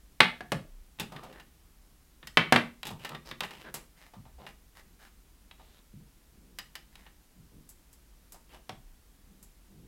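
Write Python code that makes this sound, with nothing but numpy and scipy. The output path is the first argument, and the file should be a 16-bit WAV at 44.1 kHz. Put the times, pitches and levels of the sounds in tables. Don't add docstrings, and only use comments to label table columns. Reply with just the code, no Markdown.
import sys
import numpy as np
from scipy import signal
from scipy.fft import rfft, irfft
from scipy.io import wavfile

SR = 44100
rng = np.random.default_rng(int(sys.argv[2]) if len(sys.argv) > 2 else 0)


def master(y):
    cut = np.clip(np.atleast_2d(y).T, -1, 1)
    pcm = np.round(cut * 32767)
    wavfile.write(sys.argv[1], SR, pcm.astype(np.int16))


N = 435266

SIZE = 2 ** 15
AGE_S = np.arange(SIZE) / SR
HZ = np.maximum(np.fft.rfftfreq(SIZE, 1 / SR), 1)


def from_db(db):
    return 10 ** (np.asarray(db) / 20)


def rms_one(x):
    return x / np.sqrt(np.mean(x ** 2) + 1e-20)


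def at_hz(points, hz):
    point_hz, values = np.array(points).T
    return np.interp(np.log(hz), np.log(point_hz), values)


def dying(t60_s):
    return np.exp(-np.log(1000) * AGE_S / max(t60_s, 1e-3))


def add(track, start_s, sound):
    start = max(round(start_s * SR), 0)
    track[start:start + len(sound)] += sound[:N - start]


def coloured(x, gain_db):
    cepstrum = irfft(np.log(from_db(gain_db)))
    cepstrum[1:SIZE // 2] *= 2
    cepstrum[SIZE // 2 + 1:] = 0
    return irfft(rfft(x) * np.exp(rfft(cepstrum)))


def broad_db(x, count=12):
    total = np.cumsum(np.abs(rfft(x)) ** 2)
    k = np.arange(len(HZ))
    low = np.maximum(k - k // count - 20, 0)
    high = np.minimum(k + k // count + 20, k[-1])
    return 10 * np.log10((total[high] - total[low]) / (high - low) + 1e-12)


def peaks_db(resonances):
    power = 1
    for hz, width_hz, db in resonances:
        height = from_db(max(db, 0)) ** 2 - 1
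        power = power + height / (1 + (2 * (HZ - hz) / width_hz) ** 2)
    return 10 * np.log10(power)


def spot_db(low_hz, middle_hz, high_hz, height_db):
    return peaks_db([(hz, hz / 12, height_db) for hz in (low_hz, middle_hz, high_hz)])


def touch_db(thud_db, hollow_db, snap_db):
    return at_hz([(260, thud_db), (750, hollow_db), (1700, 0), (3600, 0), (7000, snap_db)], HZ)


def soft_db(dull_hz, low_hz=105):
    return -10 * np.log10((1 + (HZ / dull_hz) ** 6) * (1 + (low_hz / HZ) ** 6))


def crack(t60_s, tick, treble_hz=4500, treble_share=.55):
    noise = rng.standard_normal(SIZE)
    low = signal.sosfilt(signal.butter(2, treble_hz, fs=SR, output="sos"), noise)
    high = signal.sosfilt(signal.butter(2, treble_hz, "high", fs=SR, output="sos"), noise)
    burst = low * dying(t60_s) - high * dying(t60_s * treble_share)
    burst /= np.linalg.norm(burst)
    burst[0] += tick
    return coloured(burst, -broad_db(burst))


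def stroke(length_s, edge=0.23):
    share = AGE_S / max(length_s, .01)
    return np.sqrt(np.clip(np.minimum(share, 1.1 - share) / edge, 0, 1))


# frequency in Hz, relative density in dB.
FLOOR_SPECTRUM = [(20, -6), (50, -0.5), (70, -9), (100, -18.5), (190, -17), (350, -23.5), (550, -30),
                  (900, -30.5), (2000, -33.5), (4000, -35), (9000, -36), (12600, -35.5), (16000, -39)]


def floor(level_db=-59, waver_db=0.84, rumble_hz=400):
    hz = np.maximum(np.fft.rfftfreq(N, 1 / SR), 1)
    spectrum = rfft(rng.standard_normal(N)) * from_db(at_hz(FLOOR_SPECTRUM, hz)) * (hz > 15)
    low_share = 1 / (1 + (hz / rumble_hz) ** 4)
    knots = rng.standard_normal(size=80)
    waver = from_db(waver_db * np.interp(np.arange(N), np.linspace(0, N, len(knots)), knots))
    rumble = irfft(spectrum * low_share, N) * waver
    hiss = irfft(spectrum * (1 - low_share), N)
    return from_db(level_db) * rms_one(rumble + hiss)


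# frequency in Hz, t60 in s.
ROOM_DECAY = [(100, 0.18), (260, 0.4155), (700, 0.06), (1900, 0.3357), (4800, 0.2164), (12800, 0.35)]
# frequency in Hz, relative level in dB.
ECHO_SPECTRUM = [(100, 1.5), (250, -3), (700, -6.5), (2000, -6.5), (4500, -9), (8000, -9), (14000, -13.5)]
# frequency in Hz, width in Hz, height in dB.
STANDING_WAVES = [(175, 61, 5.5), (236, 6.1, 6), (350, 16.17, 1.5), (448.6, 18, 2)]


def room(first_echo_s=0.0032, build_s=0.0069):
    edges_hz = np.geomspace(60, 17000, 9)
    tail = np.zeros(SIZE)
    for low_hz, high_hz in zip(edges_hz, edges_hz[1:]):
        band_pass = signal.butter(2, [low_hz, high_hz], "band", fs=SR, output="sos")
        band = signal.sosfilt(band_pass, rng.standard_normal(SIZE))
        tail += band * dying(at_hz(ROOM_DECAY, np.sqrt(low_hz * high_hz)))
    tail *= np.clip((AGE_S - first_echo_s) / build_s, 0, 1)
    return coloured(tail, at_hz(ECHO_SPECTRUM, HZ) + peaks_db(STANDING_WAVES) - broad_db(tail))


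def in_room(x, wet_db):
    return x + from_db(wet_db) * signal.fftconvolve(x, room())[:len(x)]


def chatter(blow, rattle_db=-13, rattle_t60_s=0.18, count=7):
    out = blow.copy()
    for delay_s in np.cumsum(rng.uniform(.003, .011, count)):
        touch = crack(t60_s=0.0061, tick=0.44)[:SIZE // 2]
        add(out, delay_s, from_db(rattle_db - 60 * delay_s / rattle_t60_s) * touch)
    return out


# frequency in Hz, relative level in dB, t60 in s.
MODES = [(238.3, -59.5, 0.19), (880, -54, 0.18), (1138, -50, 0.18), (1190, -56, 0.18), (1680, -53.5, .16),
         (1900, -61, .2), (2080, -55, .21), (2250, -52, 0.23), (2612, -58, .2), (2969, -62.5, .19),
         (3270, -58.5, 0.14), (3430, -56.5, 0.18), (4130, -57.5, .16)]
# frequency in Hz, relative level in dB.
HEAVY_SPECTRUM = [(30, -25), (80, -10.5), (130, 2.5), (700, 0.5), (2100, 2.5), (3200, -0.5), (4300, -6.5),
                  (5500, -15.5), (7000, -23.5), (9000, -22.5), (12000, -26.5), (16000, -35)]
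HEAVY_SNAP_DB = -22
# start in s, relative level in dB, thud in dB, hollowness in dB,
# snap in dB, ring t60 in s, three resonances in Hz, their height in dB.
CASE_KNOCKS = [(0.2042, 24.5, -7, -2.5, -23, 0.032, 876, 2072, 4000, 5),
               (0.407, -11, 9.5, 6.5, -17, 0.037, 720, 1630, 1700, 12.3),
               (0.5196, 3.5, 9, 10, -9.5, 0.041, 580, 1790, 3020, 5.3),
               (2.3721, 21.5, -3, -2, -26, 0.039, 1134, 2080, 3100, 4),
               (2.5235, 17.5, 5.5, 8, -15, .046, 242, 750, 1672, 7),
               (2.5604, 17, -4.5, 0.5, -24.5, 0.032, 1200, 1670, 2080, 4.3),
               (8.6933, -8.5, 3, 8.5, -12.5, 0.04, 740, 3460, 5600, 8.2)]


def knocks(room_db=-1.05):
    out = np.zeros(N)
    modes = np.array([from_db(db) * np.sin(2 * np.pi * hz * AGE_S) * dying(t60_s)
                      for hz, db, t60_s in MODES])
    for start_s, level_db, thud_db, hollow_db, snap_db, t60_s, *spot in CASE_KNOCKS:
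        strengths = from_db(rng.normal(-3.0, 1.7, len(modes))) * rng.choice([-1, 1], len(modes))
        rattle = chatter(crack(t60_s, tick=.2))
        blow = coloured(rattle, -broad_db(rattle)) + strengths @ modes
        touch = touch_db(thud_db, hollow_db, snap_db - HEAVY_SNAP_DB)
        colour_db = at_hz(HEAVY_SPECTRUM, HZ) + touch + spot_db(*spot)
        add(out, start_s, in_room(coloured(blow, level_db + colour_db), room_db))
    return out


# start in s, relative level in dB.
DESK_BUMPS = [(0.523, 10.5), (1.004, 1), (1.121, -0.5), (2.917, 4.5), (4.167, 0), (5.939, -0.5),
              (7.365, -7), (8.70, -1)]


def bumps(dull_hz=169):
    out = np.zeros(N)
    for start_s, level_db in DESK_BUMPS:
        add(out, start_s, coloured(crack(t60_s=0.064, tick=1.0), level_db + soft_db(dull_hz)))
    return out


# start in s, length in s, frequency in Hz, level in dB.
DESK_SWAYS = [(0.637, 0.24, 31.5, -44), (4.325, .1, 63, -48), (7.997, 0.19, 52.5, -54.5),
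              (8.796, 0.17, 32, -48.5)]


def sway():
    out = np.zeros(N)
    for start_s, length_s, hz, level_db in DESK_SWAYS:
        swell = np.sin(np.pi * np.minimum(AGE_S / length_s, 1))
        add(out, start_s, from_db(level_db) * np.sin(2 * np.pi * hz * AGE_S) * swell)
    return out


# frequency in Hz, relative level in dB.
LIGHT_SPECTRUM = [(30, -17), (80, -8.5), (140, 3), (700, 1.5), (1800, 2), (3000, -0.5), (4300, -3.5),
                  (6000, -8), (9000, -11.5), (12000, -11), (16000, -15.5)]
LIGHT_SNAP_DB = -12
# frequency in Hz, width in Hz, height in dB.
SHELL_RESONANCES = [(940, 310, 2), (1890, 310, 1.5), (2930, 180, 2.5), (3864, 350, 3), (5050, 420, 3),
                    (7900, 580, 2), (11100, 2080, 1)]


def light_shell_db():
    return at_hz(LIGHT_SPECTRUM, HZ) + peaks_db(SHELL_RESONANCES)


TOUCHED_PARTS = {"nail": (3, 3.5, 5.5, 0.18, 7700, 10301, 12600, 4.5),
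                 "lid": (-13, -5, -10, 0.07, 1879.5, 3050, 4981.5, 6.5),
                 "hinge": (-14, 1, -12, 0.03, 2600, 3250, 3900, 8),
                 "handle": (8.5, -2, -6.5, 0.13, 852, 2702, 3550, 10.5),
                 "rim": (-0.5, 1.5, -18, 0.08, 830, 1856, 2850, 6),
                 "tray": (6, 12, -15, 0.18, 734, 900, 1200, 6.5),
                 "base": (6.5, -1, -28, .06, 1140, 1830.5, 3550, 7)}
# start in s, relative level in dB, extra snap of a sharper touch in dB, part.
LIGHT_CLICKS = [(.988, -17.5, -14, "handle"), (0.9984, -3, 0, "handle"), (1.1223, -18, 3, "tray"),
                (1.163, -12.5, 7, "base"), (1.2356, -20, 7, "tray"), (1.327, -22.5, 4, "rim"),
                (1.3989, -18.5, 3, "rim"), (2.229, -17.5, -5, "base"), (2.272, -11, 3, "lid"),
                (2.8314, -7.5, -1, "hinge"), (2.8533, -11, -2, "handle"), (2.869, -10.5, 3, "handle"),
                (2.8901, -15, -3, "hinge"), (2.905, -17, 8.5, "tray"), (3.0482, -4.5, 4, "rim"),
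                (3.0922, -15.5, 5, "hinge"), (3.1485, -9.5, 6, "base"), (3.3128, -7.5, 3, "base"),
                (3.4065, 0, -1, "hinge"), (3.4346, -3, -1, "rim"), (3.448, -22, 4.5, "handle"),
                (3.5078, -13, 2, "rim"), (3.742, -7, -8, "nail"), (4.137, -24.5, 0, "tray"),
                (4.254, -29, -8, "tray"), (4.466, -12, -2, "rim"), (5.512, -20, -9, "hinge"),
                (5.597, -29, -8, "tray"), (6.5868, -6.5, 2, "lid"), (6.754, -9.5, 0.5, "lid"),
                (6.955, -22.5, 3, "hinge"), (7.065, -22, -11, "rim"), (7.691, -31.5, 4, "nail"),
                (7.93, -36.5, 2, "nail"), (8.322, -25, -1.5, "nail"), (8.345, -27.5, 12, "tray"),
                (8.535, -25.5, 4, "tray"), (9.428, -33.5, 3, "nail")]


def clicks():
    out = np.zeros(N)
    shell_db = light_shell_db()
    for start_s, level_db, sharper_db, part in LIGHT_CLICKS:
        thud_db, hollow_db, snap_db, t60_s, *spot = TOUCHED_PARTS[part]
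        touch = touch_db(thud_db, hollow_db, snap_db + sharper_db - LIGHT_SNAP_DB)
        colour_db = shell_db + touch + spot_db(*spot)
        add(out, start_s, coloured(crack(t60_s, tick=0.38), level_db + colour_db))
    return out


RUBBING_GRIPS = {"edge": (6.5, 4, -11.5, 8.5), "face": (11, 8, -22, 10.5), "finger": (-5, 3.5, -9.5, 7)}
# start in s, length in s, relative level in dB,
# favoured resonance in Hz, what rubs.
PLASTIC_SLIDES = [(1.099, .16, -53.5, 1210, "face"), (1.237, 0.078, -52.5, 550, "face"),
                  (1.331, 0.077, -54, 1790, "face"), (2.849, 0.065, -51.5, 860, "face"),
                  (2.99, 0.091, -48, 2860, "edge"), (3.08, 0.089, -46.5, 1220, "face"),
                  (3.248, 0.076, -45.5, 5160, "edge"), (3.41, 0.022, -41.5, 1160, "face"),
                  (3.469, 0.17, -51.5, 2850, "edge"), (3.638, 0.063, -46, 1660, "face"),
                  (3.96, .13, -55.5, 2000, "finger"), (4.381, 0.073, -53, 744, "face"),
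                  (4.469, 0.042, -52, 2300, "finger"), (4.752, 0.063, -51.5, 1900, "finger"),
                  (4.99, 0.095, -53, 1600, "finger"), (5.572, .22, -61, 3700, "edge"),
                  (6.907, 0.18, -60.5, 1900, "finger"), (8.489, .085, -54.5, 2890, "edge")]


def slides(catches_per_s=220, spread_db=4.5, smooth=0.92, width_share=0.19):
    out = np.zeros(N)
    shell_db = light_shell_db()
    for start_s, length_s, level_db, hz, grip in PLASTIC_SLIDES:
        thud_db, hollow_db, snap_db, height_db = RUBBING_GRIPS[grip]
        sizes = from_db(spread_db * np.minimum(rng.exponential(1, SIZE), 3))
        catches = (rng.random(SIZE) < catches_per_s / SR) * sizes * rng.choice([-1, 1], SIZE)
        friction = rms_one(rms_one(catches) + smooth * rng.standard_normal(SIZE))
        touch = touch_db(thud_db, hollow_db, snap_db - LIGHT_SNAP_DB)
        colour_db = shell_db + touch + peaks_db([(hz, hz * width_share, height_db)])
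        add(out, start_s, coloured(friction * stroke(length_s), level_db + colour_db))
    return out


# start in s, length in s, relative level in dB.
SITTER_SHUFFLES = [(4.8, 0.13, -52), (5.972, 0.081, -48), (6.298, 0.32, -51), (6.752, 0.27, -57),
                   (7.318, .14, -55), (7.508, 0.074, -42), (9.251, .171, -51), (9.679, 0.19, -44.5)]


def shuffles(dull_hz=294, low_hz=139):
    out = np.zeros(N)
    for start_s, length_s, level_db in SITTER_SHUFFLES:
        rub = rng.standard_normal(SIZE) * stroke(length_s)
        add(out, start_s, coloured(rub, level_db + soft_db(dull_hz, low_hz)))
    return out


def scene():
    handling = in_room(from_db(-1.38) * clicks() + from_db(-3.0) * slides(), wet_db=-1.1)
    desk = in_room(from_db(3.5) * (bumps() + shuffles()), wet_db=3.0)
    return (from_db(-1.5) * knocks() + handling + desk + sway() + floor())[None]


def record(dry, top=0.9, cutoff_hz=16000):
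    rounded = top * np.tanh(dry / top)
    return signal.sosfilt(signal.ellip(10, .1, 70, cutoff_hz, fs=SR, output="sos"), rounded)


dry = scene()
out = record(dry)
master(out)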